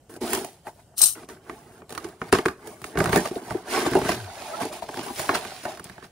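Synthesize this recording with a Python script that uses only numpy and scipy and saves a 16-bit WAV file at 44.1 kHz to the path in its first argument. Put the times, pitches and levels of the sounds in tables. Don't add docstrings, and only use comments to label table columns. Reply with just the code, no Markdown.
import sys
import numpy as np
from scipy import signal
from scipy.fft import rfft, irfft, next_fast_len
from scipy.io import wavfile

SR = 44100
rng = np.random.default_rng(int(sys.argv[2]) if len(sys.argv) > 2 else 0)


def master_out(mix):
    frames = np.transpose(np.atleast_2d(mix))
    ceiling = np.clip(frames, -1, 1)
    pcm = np.round(ceiling * 32767).astype(np.int16)
    wavfile.write(sys.argv[1], SR, pcm)


N = 269451


def from_db(db):
    return 10 ** (np.asarray(db) / 20)


def rms_one(x):
    return x / np.sqrt(np.mean(x ** 2) + 1e-20)


def in_time(rows):
    s, *columns = np.transpose(rows)
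    return [np.interp(np.arange(N) / SR, s, column) for column in columns]


def at_hz(points, size):
    hz = np.maximum(np.arange(size // 2 + 1) * SR / size, 1)
    table_hz, values = np.array(points).T
    return np.interp(np.log(hz), np.log(table_hz), values)


def colour(x, spectrum):
    size = next_fast_len(N + SR // 10)
    gain = from_db(at_hz(spectrum, size))
    return irfft(rfft(x, size) * rms_one(gain), size)[..., :N]


# f/Hz, relative level per Hz/dB
GARAGE = [(15, -50.5), (25, -16.5), (44, -4.5), (123, -1), (276, -11.5), (710, -12.5), (1090, -26.5),
          (1510, -25), (2460, -35.5), (3130, -26), (3390, -37), (8730, -30), (15800, -48)]
GARAGE_DB = -57


def garage_air():
    return from_db(GARAGE_DB) * colour(rng.standard_normal(N), GARAGE)


def ring(force, hz, t60):
    r = from_db(-60 / (t60 * SR))
    w = 2 * np.pi * hz / SR
    return signal.lfilter([0, np.sin(w)], [1, -2 * r * np.cos(w), r * r], force + 1e-18)


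def grains(per_s, spread_db, smooth):
    sizes = from_db(spread_db * np.minimum(rng.exponential(1, N), 5)) * rng.choice([-1, 1], N)
    catches = rms_one(sizes * (rng.random(N) < per_s / SR))
    share = np.clip(smooth, 0, 1)
    return np.sqrt(1 - share) * catches + np.sqrt(share) * rng.standard_normal(N)


def jolts(times, levels_db, length_s):
    clicks = np.zeros(N)
    clicks[np.round(np.asarray(times) * SR).astype(int)] = from_db(levels_db)
    return signal.lfilter([1], [1, -np.exp(-1 / (length_s * SR))], clicks + 1e-18)


def drift(rate_hz):
    r = np.exp(-80 * np.pi * rate_hz / SR)
    noise = rng.standard_normal(N // 40 + 2002)
    slow = signal.lfilter([1], [1, -2 * r, r * r], noise)[2000:]
    return np.interp(np.arange(N) / 40, np.arange(len(slow)), rms_one(slow))


def board(modes, knock_s, rub_db, knock_db, per_s, length_s, knock_gain_db, grip_db):
    rub = grains(per_s, spread_db=2.5, smooth=0.57)
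    signs = [(-1) ** k for k in range(len(modes))]
    plain = sum(sign * from_db(db) * ring(rub, hz, t60) for sign, (hz, db, t60) in zip(signs, modes))
    rub = rub / np.std(plain)
    rattle = jolts(knock_s, knock_db + knock_gain_db, length_s)
    impact = jolts(knock_s, knock_db + knock_gain_db + 2.5, 0.00013)
    out = 0
    for sign, (hz, db, t60) in zip(signs, modes):
        stroke = from_db(rub_db + grip_db * drift(24.0)) * rub
        force = stroke + impact + rattle * rng.standard_normal(N)
        out = out + sign * from_db(db) * ring(force, hz, t60)
    soft = signal.butter(2, 1.245 * modes[-1][0], fs=SR, output="sos")
    return signal.sosfilt(soft, out)


# f/Hz, relative level per Hz/dB
HISS = [(1290, -8.5), (2200, -4.5), (4290, -6.5), (4940, -6), (6380, -8), (7280, -7), (7900, -9.5),
        (9550, -2), (12300, -14.5), (14800, -19.5), (15800, -16)]
GRAIN_SPLIT_HZ = 5800


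def surface(knock_s, hiss_db, crack_db, band, per_s):
    force = from_db(hiss_db) * grains(per_s, spread_db=5.5, smooth=0.71)
    force += jolts(knock_s, crack_db + 3.5, 0.003) * rng.standard_normal(N)
    split = signal.butter(3, GRAIN_SPLIT_HZ, band, fs=SR, output="sos")
    return signal.sosfilt(split, colour(force, HISS))


SHUDDER_DB, SHUDDER_S = -20.5, 0.031


def with_shudder(knock_s, rub_db, knock_db):
    shudder = jolts(knock_s, knock_db + SHUDDER_DB, SHUDDER_S)
    return 10 * np.log10(from_db(rub_db) ** 2 + shudder ** 2)


# t/s, relative level of pressure (sound of the board)/dB, relative level of sliding speed (hiss)/dB
STROKES = [
    [(0.0, -81, -93), (0.086, -72, -85), (0.096, -40, -54.5), (0.172, -44, -58.5), (0.194, -55, -76),
     (0.205, -53, -68)],
    [(0.205, -47, -64), (0.211, -26.5, -44), (0.229, -29.5, -41.5), (0.289, -29, -37.5),
     (0.341, -24, -32.5), (0.63, -69.5, -70.5)],
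    [(0.63, -66, -71), (0.678, -31, -49), (0.728, -77, -67), (0.796, -50.5, -63), (0.828, -74, -67),
     (0.95, -58, -87)],
    [(1.15, -38, -52.5), (1.246, -49.5, -56), (1.272, -59, -76), (1.298, -39, -48.5), (1.408, -59, -71.5),
     (1.495, -43.5, -56.5)],
    [(1.495, -41, -55), (1.595, -50.5, -59), (1.621, -50, -61), (1.807, -48, -62), (1.823, -47, -78),
     (1.87, -67, -71)],
    [(1.87, -62, -79), (1.906, -41, -51.5), (2.036, -38, -55), (2.044, -32.5, -49.5), (2.186, -53.5, -69),
     (2.214, -40.5, -54)],
    [(2.214, -30, -54), (2.222, -27.5, -54), (2.238, -32, -56.5), (2.296, -36, -53.5), (2.314, -51, -69),
     (2.324, -28, -28)],
    [(2.324, -15, -36), (2.332, -8.5, -29), (2.378, -28, -37.5), (2.386, -20, -40), (2.446, -59, -56),
     (2.455, -10, -52)],
    [(2.455, -27, -31), (2.461, -24, -37), (2.475, -33, -46), (2.481, -32, -45), (2.561, -53, -66),
     (2.63, -38, -57.5)],
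    [(2.63, -46, -61), (2.67, -38, -50), (2.794, -51, -60.5), (2.848, -46, -50), (2.86, -41.5, -46.5),
     (2.945, -44, -56.5)],
    [(2.945, -38, -60), (2.957, -25, -57), (2.967, -32, -55), (2.975, -21, -41), (2.997, -19.5, -39),
     (3.11, -28, -42)],
    [(3.11, -32, -46), (3.124, -21, -34.5), (3.168, -17, -32.5), (3.238, -36.5, -41.5), (3.258, -22, -36),
     (3.3, -48, -45)],
    [(3.3, -38, -52), (3.37, -32.5, -47), (3.404, -39, -55.5), (3.522, -27, -45.5), (3.542, -35, -49.5),
     (3.63, -40, -55.5)],
    [(3.63, -45.5, -62), (3.71, -28.5, -34.5), (3.756, -20, -30.5), (3.854, -24, -37), (3.868, -22, -31.5),
     (3.9, -28, -45)],
    [(3.9, -34, -39.5), (3.966, -24, -39.5), (3.998, -32.5, -41.5), (4.082, -28.5, -35.5),
     (4.094, -26, -30.5), (4.18, -31.5, -44)],
    [(4.18, -37, -45), (4.276, -41.5, -50), (4.478, -37, -43), (4.55, -33, -46.5), (4.56, -40, -44),
     (4.6, -32, -47)],
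    [(4.6, -27, -41), (4.618, -22.5, -36.5), (4.7, -46, -46.5), (4.714, -36, -53), (4.728, -37, -39.5),
     (4.8, -43.5, -48)],
    [(4.8, -43, -51), (4.814, -46, -56), (4.826, -32, -45), (4.86, -42.5, -53), (4.994, -29, -41.5),
     (5.03, -47, -47)],
    [(5.03, -31.5, -40.5), (5.108, -33.5, -44), (5.144, -43.5, -44), (5.192, -31, -32.5),
     (5.284, -36, -40.5), (5.29, -24, -32)],
    [(5.29, -23.5, -37), (5.336, -26.5, -41), (5.35, -22, -28), (5.404, -36, -44), (5.63, -50.5, -47),
     (5.651, -50, -43)],
    [(5.651, -23.5, -42), (5.657, -28.5, -44), (5.671, -34, -49), (5.689, -34.5, -43.5), (5.821, -50, -59),
     (5.83, -57, -56)],
    [(5.83, -57, -61), (5.846, -59, -49), (5.852, -46, -52.5), (6.022, -51, -63), (6.04, -46, -49.5),
     (6.11, -66, -72)],
]
# relative level of bottom/dB, walls/dB, flaps/dB, edges/dB
# over pressure, then level of fine over coarse fibres/dB
GRIPS = [(-26, -1, -9, -10, 8), (-34, 1.5, -4, -9, 1), (-25, -6, 2, -6.5, 2), (-8, 2.5, -4, -5.5, -0.5),
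         (-2, 1, -4.5, -6, 1), (-10, -2, -8, -9.5, 0), (-12, -8, -9, -14, -3), (-15, -5.5, -17, -9, -6),
         (-10, 0.5, -8, -10, -1), (-16, 1, -2.5, -7.5, 2.5), (3, -10, -5, -9, -0.5),
         (-18, -7, -2.5, -9, -2), (-8, -7.5, -5.5, -12, -1), (-20, -1, -3.5, -5.5, -4.5),
         (-10, -0.5, -3, -6.5, -5.5), (-12, -6.5, 0, -7.5, -4.5), (-14, -2, 0, -9, -3.5),
         (-16, -5.5, -2, -17, -6.5), (-13, -3, -2.5, -9.5, -1.5), (-14, -4.5, -1.5, -3, -5),
         (-14, -4.5, -1.5, -6, -5), (-3, -5, -6, -5, -6)]
# weight/dB (bottom), hollowness/dB (walls), hardness/dB
# (edges), crack/dB (fine fibres)
KNOCKS = [(0.095, -45.5, -16, 1, -7, -13), (0.139, -42.5, -17, 0, -8, -6),
          (0.163, -34, -16, -5, -15, -11.5), (0.214, -36, -20, 10.5, -16, -14.5),
          (0.231, -25, -21, 2, -13, -19), (0.332, -25.5, -14, -4.5, 3.5, 5),
          (0.349, -25.5, -23, -4, -4, 1.5), (0.374, -30, -18, -5, -3, -7), (0.446, -23, -37, -14, -12, -11),
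          (0.669, -28, -21, -16, -4.5, -42), (1.007, -30, -29, -33, -7, 0), (1.029, -32, -20, -13, -3, 10),
          (1.232, -43.5, -6, 3, 2.5, -22), (1.288, -36.5, -13, -8, -4, -7),
          (1.496, -33, -11, 2.5, 3.5, -21), (1.819, -34, -21, -7.5, -7.5, -42),
          (1.894, -41.5, -22, -9, -3, -2), (1.904, -37, -21, -3, -4, -5), (1.924, -34, -11, -7, -5, -4),
          (1.95, -39.5, -16, -2, 5, 0.5), (1.977, -35.5, -13, -2, 11, 0.5), (2.044, -37, -6, 11, 4.5, -6),
          (2.087, -46.5, -3, -5, -2, -3), (2.216, -27.5, -22, 1.5, 5.5, -40), (2.289, -54.5, 8, 3, 12.5, 3),
          (2.326, -4, -16, -8, -7, -16.5), (2.35, -25.5, -19, -0.5, 10, -16),
          (2.386, -24, -21, 0.5, 3.5, -11), (2.458, -24, -15, 6, 10, -20), (2.483, -31.5, -7, -11, 9.5, -9),
          (2.673, -38, -18, 0, -4, -2), (2.817, -42, 3.5, -1, 2, -1.5), (2.842, -34, -15, -4, 5, -4.5),
          (2.954, -32, 3.5, 5, -1.5, -31), (2.973, -25.5, 4.5, 5.5, 5.5, -20),
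          (2.988, -22, -11, -1, -3, -9), (3.003, -17.5, -7, 0.5, 1.5, -25),
          (3.041, -23.5, -16, -4, 0.5, -6), (3.058, -23.5, -10, -8, 3, -11), (3.075, -30, -5, -19, 0, -16),
          (3.093, -23.5, -5, -6, -2, -12), (3.129, -19.5, -6, 3, 3.5, -11.5),
          (3.159, -11.5, -9.5, 2, -6, -13), (3.174, -20, -14, 3.5, -26, -6),
          (3.256, -21, -33, -25, -3, -19), (3.31, -30, -21, 3, -7, -25), (3.36, -25, -19.5, 4, -22, -26),
          (3.419, -39.5, -16, 8.5, -13, -21), (3.507, -27.5, -5.5, -8, 0, -21),
          (3.546, -25, -14, 7, -16, -32), (3.863, -14.5, -22, -1, -13, -34),
          (3.917, -22.5, -7, 1.5, -10, -27), (3.934, -22, -5, -7, -3, -17.5),
          (3.952, -7, -19, -6, -20, -27.5), (3.968, -10, -26, -8.5, -24, -32),
          (3.988, -30, -15, -4, -20, -6), (4.016, -21, -7.5, -2.5, -8, -23),
          (4.049, -23.5, -4.5, 1, -1, -27), (4.091, -12, -18, -7.5, -7, -23),
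          (4.118, -28.5, -11, 2, 2, -15), (4.612, -19.5, -19, -6, -16, -27),
          (4.652, -22, -23, -5, -22, -12), (4.728, -37, -22, -8, 2.5, -17),
          (4.823, -20.5, -30, -29, -23, -38), (4.889, -23.5, -22, -9, -9, -23),
          (4.942, -35.5, -13, -3, -0.5, -11), (4.972, -27, -13, -7, -2, -14.5),
          (4.992, -24, -23, -4.5, -10.5, -21), (5.014, -35, -21, -8, -1.5, -12),
          (5.064, -28, -28, -8, -11, -12), (5.107, -36.5, -18, 5, -18, -11),
          (5.195, -21, -18.5, -19, -8, -7.5), (5.292, -15, -20, -3.5, 2.5, -33),
          (5.349, -21.5, -24, -27, 7, -18), (5.45, -26.5, -18, -13, -5.5, -13.5),
          (5.518, -26.5, -27, -26, -11, -28), (5.636, -37, -28, -9, -6, -5),
          (5.653, -15.5, -31, -16, -15, -27), (5.773, -44, -11, -14, 7, -5),
          (5.796, -40.5, -4, -0.5, 4.5, -4), (5.842, -41, -14, -11, -19, 4), (5.854, -38, -7, -11, -8, -17),
          (5.897, -39, -4, -6.5, 1.5, -8), (5.98, -35.5, -24, -12, -7, -27), (6.025, -47, -1, 4, 3.5, -14),
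          (6.044, -47, -1, -12, 0, -14)]
# f/Hz, relative level/dB, t60/s
BOTTOM = [(58.5, -12.5, 0.11), (78.4, -6, 0.073), (109.4, -2, 0.11), (132, 1.5, 0.033),
          (160.7, -0.5, 0.092), (190.3, 1.5, 0.083)]
WALLS = [(205.3, -2, 0.033), (264.4, -0.5, 0.065), (295, -5.5, 0.08), (339.3, 3, 0.064), (379, 3.5, 0.074),
         (447.6, 2.5, 0.063)]
FLAPS = [(611.6, -3, 0.038), (702.7, 2, 0.028), (778.4, -2, 0.039), (855, -3, 0.037), (918, -5, 0.036),
         (998, -12, 0.073)]
EDGES = [(1097, -2, 0.022), (1200, -6.5, 0.041), (1263, -2.5, 0.02), (1552, 3, 0.011), (1824, -6.5, 0.024),
         (1950, -10.5, 0.026), (2194, -5.5, 0.012), (2450, -13, 0.023), (2774, -14.5, 0.022)]
HANDS_OFF_S = (.95, 1.15)
SNAP_HARDNESS, SNAP_DB = 0.6, -3.5


def box():
    rows = [row + grip for stroke, grip in zip(STROKES, GRIPS) for row in map(tuple, stroke)]
    press_db, speed_db, to_bottom, to_walls, to_flaps, to_edges, fineness = in_time(rows)
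    t = np.arange(N) / SR
    rest_db = -60 * ((t > HANDS_OFF_S[0]) & (t < HANDS_OFF_S[1]))
    press_db, speed_db = press_db + rest_db, speed_db + rest_db

    knock_s, flap_db, weight, hollow, hard, crack = np.transpose(KNOCKS)
    bottom_db, wall_db = flap_db + weight + 7, flap_db + hollow + 4.5
    edge_db, crack_db = flap_db + hard + 2, flap_db + crack + 1
    snap_db = SNAP_HARDNESS * edge_db + (1 - SNAP_HARDNESS) * crack_db + SNAP_DB

    bottom_rub = with_shudder(knock_s, press_db + to_bottom - 10.5, bottom_db)
    wall_rub = with_shudder(knock_s, press_db + to_walls - 5, wall_db)
    flap_rub = with_shudder(knock_s, press_db + to_flaps - 5, flap_db - 0.5)
    edge_rub = with_shudder(knock_s, press_db + to_edges - 6.5, edge_db - 6.5)
    bottom = board(BOTTOM, knock_s, bottom_rub, bottom_db, per_s=150, length_s=0.0031,
                   knock_gain_db=-26, grip_db=3.0)
    walls = board(WALLS, knock_s, wall_rub, wall_db, per_s=300, length_s=0.0015,
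                  knock_gain_db=-26, grip_db=0.0)
    flaps = board(FLAPS, knock_s, flap_rub, flap_db, per_s=500, length_s=0.0019,
                  knock_gain_db=-25.0, grip_db=3.5)
    edges = board(EDGES, knock_s, edge_rub, edge_db, per_s=900, length_s=0.0014,
                  knock_gain_db=-19.5, grip_db=4.5)
    coarse = surface(knock_s, speed_db - fineness / 2, snap_db, "low", per_s=1500)
    fine = surface(knock_s, speed_db + fineness / 2 - 1.0, crack_db, "high", per_s=3000)
    return bottom + walls + flaps + edges + coarse + fine


# t/s, relative level of the rattle/dB
SKITTER = [(0.955, -65.5), (0.979, -20), (1.009, -22), (1.017, -13.5), (1.079, -19.5), (1.15, -38.5)]
# t/s, relative level/dB
BOUNCES = [(0.98, -24.5), (0.99, -14.5), (1.0161, 1.5), (1.0263, -16), (1.0345, -4), (1.0386, -3.5),
           (1.0454, -9.5)]
# f/Hz, width/Hz (wide ones die sooner), relative level/dB
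BLADES = [(4100, 200, -14), (5300, 200, -14), (5820, 120, -11), (6680, 120, -12), (8330, 140, -4),
          (8540, 110, -3), (8670, 110, -1), (8860, 110, -4), (9690, 90, -7), (10190, 120, -2),
          (10890, 80, -7), (11380, 70, -9), (12000, 110, -13), (13100, 160, -13), (14200, 110, -14)]
# f/Hz, relative level per Hz/dB
CLATTER = [(710, -46.5), (1200, -16), (1520, -22), (1620, -38), (1890, -42), (3000, -12.5), (3340, -20),
           (4020, -7.5), (4470, -13.5), (5670, -6), (7590, -13.5), (8640, -4), (14200, -32), (15800, -24)]
ROCK_S, ROCK_GAP_S = 1.0568, .0094
ROCK_DB, ROCK_LOSS_DB = -7.5, 3


def scissors():
    t = np.arange(N) / SR
    moving = (t > SKITTER[0][0]) & (t < SKITTER[-1][0])
    rocking = [(ROCK_S + k * ROCK_GAP_S, ROCK_DB - k * ROCK_LOSS_DB) for k in range(9)]
    touch_s, touch_db = np.transpose(BOUNCES + rocking)
    contact = moving * from_db(in_time(SKITTER)[0] - 8.0)
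    contact = contact + jolts(touch_s, touch_db, 0.0034) * from_db(-10.5)

    modes = [(hz, from_db(db) * np.sqrt(width), np.log(1000) / (np.pi * width)) for hz, width, db in BLADES]
    unit = np.std(sum(gain * ring(rng.standard_normal(N), hz, t60) for hz, gain, t60 in modes))
    steel = 0
    for hz, gain, t60 in modes:
        chatter = contact * grains(1500, spread_db=5.5, smooth=0.92)
        steel = steel + gain * ring(chatter, hz, t60) / unit
    clatter = colour(contact * rng.standard_normal(N), CLATTER)
    return moving * (from_db(-2.5) * steel + from_db(-7.0) * clatter)


# start t/s, length t/s, start f/Hz, end f/Hz, level/dB
SQUEAKS = [(3.72, .09, 1130, 1090, -31), (4.528, .036, 1250, 1380, -37), (4.375, .06, 2500, 2520, -52),
           (4.45, .045, 2480, 2450, -52)]


def squeaks():
    out = np.zeros(N)
    for s, length, start_hz, end_hz, db in SQUEAKS:
        size, i = int(length * SR), int(s * SR)
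        phase = 2 * np.pi * np.cumsum(np.linspace(start_hz, end_hz, size)) / SR
        swell = signal.windows.tukey(size, .6)
        out[i:i + size] += from_db(db) * np.sqrt(2) * np.sin(phase) * swell
    return out


# t/s, f/Hz, level/dB
SAG = [(4.14, 119, -46), (4.174, 123, -40), (4.21, 114, -39), (4.258, 95.5, -36.5), (4.29, 92, -49),
       (4.31, 87.6, -48)]


def sag():
    t = np.arange(N) / SR
    hz, db = in_time(SAG)
    sounding = (t > SAG[0][0]) & (t < SAG[-1][0])
    tone = np.sqrt(2) * np.sin(2 * np.pi * np.cumsum(hz) / SR)
    return sounding * from_db(db) * tone


SWISH_S, SWISH_LENGTH_S = 4.27, .36
SWISH_HZ, SWISH_T60_S = 830, 0.038
SWISH_DB, SWISH_RISE_DB = -50.5, 9


def swish():
    size, i = int(SWISH_LENGTH_S * SR), int(SWISH_S * SR)
    friction = grains(900, spread_db=4.0, smooth=.5)
    rasp = rms_one(ring(friction, SWISH_HZ, SWISH_T60_S))[:size]
    growth = from_db(SWISH_DB + np.linspace(0, SWISH_RISE_DB, size))
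    out = np.zeros(N)
    out[i:i + size] = rasp * growth * signal.windows.tukey(size, .3)
    return out


SCATTER_S = .004


def scattered(x):
    hop = SR // 25
    fade = np.exp(-np.arange(SR // 20) / (SCATTER_S * SR))
    padded = np.concatenate([np.zeros(hop), x, np.zeros(2 * hop)])
    window = np.sqrt(np.hanning(2 * hop))
    out = np.zeros(N + SR)
    for i in range(0, N + hop, hop):
        echoes = rng.standard_normal(len(fade)) * fade / np.linalg.norm(fade)
        piece = signal.fftconvolve(padded[i:i + 2 * hop] * window, echoes)
        out[i:i + len(piece)] += piece
    return out[hop:hop + N]


# f/Hz, likeness (1 the same, 0 unrelated; limited to 0..1)
LIKENESS = [(60, 0.96), (130, 0.98), (290, 0.99), (450, 0.97), (700, 0.82), (1410, 0.56), (3100, 0.3),
            (6820, 0.05), (15000, -0.01)]
ROOM_T60_S, ROOM_DB = 0.28, -22.5


def microphones(x, left_db):
    size, t = next_fast_len(N + SR), np.arange(SR // 2) / SR
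    tail = rng.standard_normal((2, len(t))) * from_db(-60 * t / ROOM_T60_S) * (t > .006)
    tail = from_db(ROOM_DB) * rfft(tail / np.linalg.norm(tail[0]), size)
    direct = rfft(x, size)
    mid = direct * (1 + tail[0])
    alike = np.clip(at_hz(LIKENESS, size), 0, 1)
    side = np.sqrt((1 - alike) / (1 + alike)) * (rfft(scattered(x), size) + direct * tail[1])
    sides = np.array([[1], [-1]])
    tilt = from_db(sides * at_hz(left_db, size) / 2)
    return irfft((mid + sides * side) * tilt, size)[:, :N]


# f/Hz, level of left over right/dB
LEFT = [(60, 0.5), (290, 0), (700, -1), (1400, -2.5), (2100, -5), (4100, -5), (6200, 0), (7500, 4),
        (9600, -2), (11000, 1), (13000, 12), (15800, 22)]
# f/Hz, level of left over right/dB
BLADES_LEFT = [(60, 0.5), (380, 2.5), (1290, 0), (4100, -4), (5500, -2), (6900, 7), (8300, 10), (11700, 11),
               (13000, 16), (14500, 29), (15800, 33)]


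def scene():
    front = garage_air() + box() + squeaks() + sag() + swish()
    return microphones(front, LEFT) + microphones(scissors(), BLADES_LEFT)


CUTOFF_HZ = 15700


def record(dry):
    thin = signal.sosfilt(signal.butter(3, 48, "high", fs=SR, output="sos"), dry)
    clipped = np.clip(thin, -.9, .9)
    return signal.sosfilt(signal.ellip(12, .5, 90, CUTOFF_HZ, fs=SR, output="sos"), clipped)


dry = scene()
out = record(dry)
master_out(out)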